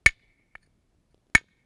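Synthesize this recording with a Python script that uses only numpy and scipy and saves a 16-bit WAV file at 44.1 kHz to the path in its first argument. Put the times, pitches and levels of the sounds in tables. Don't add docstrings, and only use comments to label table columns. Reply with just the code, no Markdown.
import sys
import numpy as np
from scipy import signal
from scipy.fft import rfft, irfft
from scipy.io import wavfile
from scipy.ndimage import uniform_filter1d

SR = 44100
rng = np.random.default_rng(int(sys.argv[2]) if len(sys.argv) > 2 else 0)


def persist_wave(psi):
    counts = np.round(np.clip(psi, -1, 1) * 32767).astype(np.int16)
    wavfile.write(sys.argv[1], SR, np.atleast_2d(counts).T)


def convert_level_to_amplitude(level_db):
    exponent = np.asarray(level_db, float) / 20
    return 10 ** exponent


N = 72765
T = np.arange(N) / SR


def decay(t, t60):
    return np.exp(-np.log(1000) * t / t60)


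def ring(hz, t60):
    t = T[:SR // 3]
    return np.sin(2 * np.pi * hz * t) * decay(t, t60)


def add(out, x, s):
    i = int(round(s * SR))
    n = min(len(x), N - i)
    out[i:i + n] += x[:n]


def low(x, hz, order=2):
    return signal.sosfilt(signal.butter(order, min(hz, .45 * SR), fs=SR, output="sos"), x)


def band(x, hz, wide):
    edges = [hz / 2 ** wide, min(hz * 2 ** wide, .45 * SR)]
    return signal.sosfilt(signal.butter(1, edges, "band", fs=SR, output="sos"), x)


def narrow_band(x, hz, wide):
    return band(band(x, hz, wide), hz, wide)


def stone(column, high_db=0., low_db=0., thud_db=0., bright_db=0., grip=1., all_grip=0.98):
    # f/Hz, t60/s, level/dB in first blow, level/dB in second blow, level/dB in light touches
    modes = [(480, .03, -18, -24.5, -20.5), (850, .008, -20.5, -10.5, -13.5),
             (1775.4, 0.034, -4, 0.5, -0.5), (1390, 0.0046, -25, -19, -3.5), (2221, .036, 0, -1, -2.5),
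             (2640, 0.0074, -29.5, -16.5, -6), (2950, 0.056, -28, -22, -21),
             (3600, 0.018, -25.5, -22.5, -52), (4390, .025, -26, -32, -35.5),
             (4850, .015, -18.5, -35.5, -35.5), (6720, .08, -30.5, -12.5, -47),
             (2030, 0.054, -16, -18, -19), (9122, .035, -19, -21.5, -35), (10870, 0.0074, -34, -36.5, -53)]
    out = 0
    for k, mode in enumerate(modes):
        hz, t60 = mode[:2]
        db = mode[column] + (high_db if hz > 1900 else low_db)
        db += thud_db * (hz < 1500) + bright_db * (hz > 3000)
        held = all_grip * (grip if hz < 3000 else 1)
        out = out + (-1) ** k * convert_level_to_amplitude(db) * ring(hz, t60 * held)
    return out


def burst(hz, t60, wide, per_s=SR):
    n = SR // 4
    grains = rng.standard_normal(n) * (rng.random(n) < per_s / SR) * np.sqrt(SR / per_s)
    return narrow_band(grains, hz, wide) * decay(T[:n], t60)


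def thump(db, first, growth, t60):
    t = T[:SR // 3]
    swings = np.log(1 + (growth - 1) * t / first) / np.log(growth)
    return -convert_level_to_amplitude(db) * np.sin(np.pi * swings) * decay(t, t60)


def blows():
    # t/s, level/dB, crack level/dB, share of low ring time left by the grip, level towards the walls/dB
    strikes = [
        (.0600, -2.5, -22, 0.97, 0),
        (1.3502, -2.5, -26, .85, -1),
        (.5526, -31, -79, 0.43, -7),
    ]
    # delay/s, level over 1.9 kHz/dB, level under it/dB
    contacts = [
        [(0, -12.5, -13), (.0016, 3.5, -13.5), (.0043, -12, 1)],
        [(-.0012, -19.5, -22), (.0001, -0.5, -1.5), (.0033, -4.5, -2.5)],
        [(0, -10, 3.5), (.0008, -9.5, -16.5), (.0022, 0.5, -6.5)],
    ]
    thuds = [
        [2.5, 6.5, -20.5],
        [-7, 2.5, -26],
        [4.5, -17, -12],
    ]
    # level/dB, first swing/s, growth per swing, t60/s
    thumps = [
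        (-15.5, .003, 2.01, 0.1),
        (-11, 0.002, 3.5, 0.037),
        (-51.5, 0.0015, 3.9, 0.18),
    ]
    sideways_ring = 0.39
    direct, sideways, body = np.zeros(N), np.zeros(N), np.zeros(N)
    for k, (s, db, crack_db, grip, send_db) in enumerate(strikes):
        wall_db = db + send_db
        for (late, high_db, low_db), thud_db in zip(contacts[k], thuds[k]):
            heard = stone(2 + k, high_db, low_db, thud_db=thud_db, grip=grip)
            sent = stone(2 + k, high_db, low_db, grip=grip, all_grip=sideways_ring)
            add(direct, convert_level_to_amplitude(db) * heard, s + late)
            add(sideways, convert_level_to_amplitude(wall_db) * sent, s + late)
        crack = convert_level_to_amplitude(crack_db) * burst(5700, t60=0.033, wide=0.88)
        grit = convert_level_to_amplitude(crack_db - 1) * burst(3340, t60=.11, wide=.6, per_s=1700)
        add(direct, crack + grit, s)
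        snap = convert_level_to_amplitude(wall_db + 0.5) * ring(3700, t60=.0022)[:len(crack)]
        add(sideways, crack + snap, s)
        add(body, thump(*thumps[k]), s)
    return direct, sideways, body


def rubs():
    # t/s, length/s, level/dB
    strokes = [(0.616, .02, -89), (0.63, 0.019, -74), (0.664, .008, -79), (1.118, 0.016, -82.5)]
    clicks_per_s = 1600
    clicks = (rng.random(N) < clicks_per_s / SR) * rng.standard_normal(N)
    pressure = sum(convert_level_to_amplitude(db) * np.exp(-.5 * ((T - s) / (length / 2)) ** 2) for s, length, db in strokes)
    touched = stone(column=4, bright_db=31, grip=0.78, all_grip=0.8)
    return signal.fftconvolve(clicks * pressure, touched)[:N]


def ticks():
    times = [.234, .398, .674, .948, 1.1445, 1.178, 1.268, 1.299, 1.385, 1.412, 1.442]
    # pop level/dB, click level/dB
    levels = [(-59, -80), (-56, -78), (-55, -76), (-54.5, -73), (-44, -55), (-56, -65), (-54.5, -64),
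              (-51.5, -54.5), (-45, -67), (-43.5, -52), (-52, -75)]
    out = np.zeros(N)
    for s, (pop_db, click_db) in zip(times, levels):
        add(out, -convert_level_to_amplitude(pop_db) * ring(400, t60=0.0091), s)
        click = rng.standard_normal(400) * np.exp(-T[:400] / 0.0015)
        add(out, convert_level_to_amplitude(click_db) * band(click, 3500, 0.43), s)
    return out


def noise_tail(t60):
    return rng.standard_normal(N) * decay(T, t60) * np.sqrt(2 * np.log(1000) / t60 / SR)


def space(x):
    # delay/s, level/dB, centre f/Hz
    echoes = [(.0185, -19.5, 3500), (.0275, -19.5, 2800), (.135, -51.5, 2200), (.22, -62, 3800)]
    out = np.zeros(N)
    for late, db, hz in echoes:
        add(out, convert_level_to_amplitude(db) * band(x, hz, .5), late)
    near = convert_level_to_amplitude(-20.5) * low(noise_tail(t60=.12), 5000, order=1)
    swell = np.clip(T / 0.14, 0, 1)
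    mid = convert_level_to_amplitude(-31) * narrow_band(noise_tail(t60=0.601), 3932, 0.52) * swell
    far = convert_level_to_amplitude(-39.5) * narrow_band(noise_tail(t60=3.1), 2170, .24) * swell ** 2 / (1 + (T / 0.63) ** 9)
    patches = convert_level_to_amplitude(2.5 * np.interp(T / .03, np.arange(200), rng.standard_normal(200)))
    return out + signal.fftconvolve(x, near + (mid + far) * patches)[:N]


def air():
    # f/Hz, level per Hz/dB
    spectrum = np.array([(15, -29), (25, 0), (185, -9), (497, -20), (645, -22), (1000, -28), (12500, -40.5),
                         (16200, -77.5), (22000, -120)])
    level_db, flicker_db = -69, 2.5
    f = np.fft.rfftfreq(N, 1 / SR) + 1e-3
    colour = convert_level_to_amplitude(np.interp(np.log(f), np.log(spectrum[:, 0]), spectrum[:, 1]))
    out = 0
    for hz in 20 * 2. ** np.arange(10):
        share = np.cos(np.pi / 2 * np.clip(np.log2(f / hz), -1, 1))
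        walk = uniform_filter1d(np.repeat(rng.standard_normal(N // 2000 + 1), 2000), 2000)[:N]
        noise = irfft(rfft(rng.standard_normal(N)) * colour * share, N)
        out = out + convert_level_to_amplitude(flicker_db * walk * (hz < 1000)) * noise
    return out * convert_level_to_amplitude(level_db) / np.std(out)


def scene():
    direct, sideways, body = blows()
    return (direct + rubs() + space(sideways) + body + ticks() + air())[None]


def low_pass(x):
    return signal.sosfilt(signal.butter(12, 12880, fs=SR, output="sos"), x)


def record(dry):
    clipped = np.clip(dry, -.62, .6)
    no_bass = signal.sosfilt(signal.butter(1, 9, "high", fs=SR, output="sos"), clipped)
    mix = low(no_bass, 11700, order=16)
    return low_pass(mix)


dry = scene()
out = record(dry)
persist_wave(out)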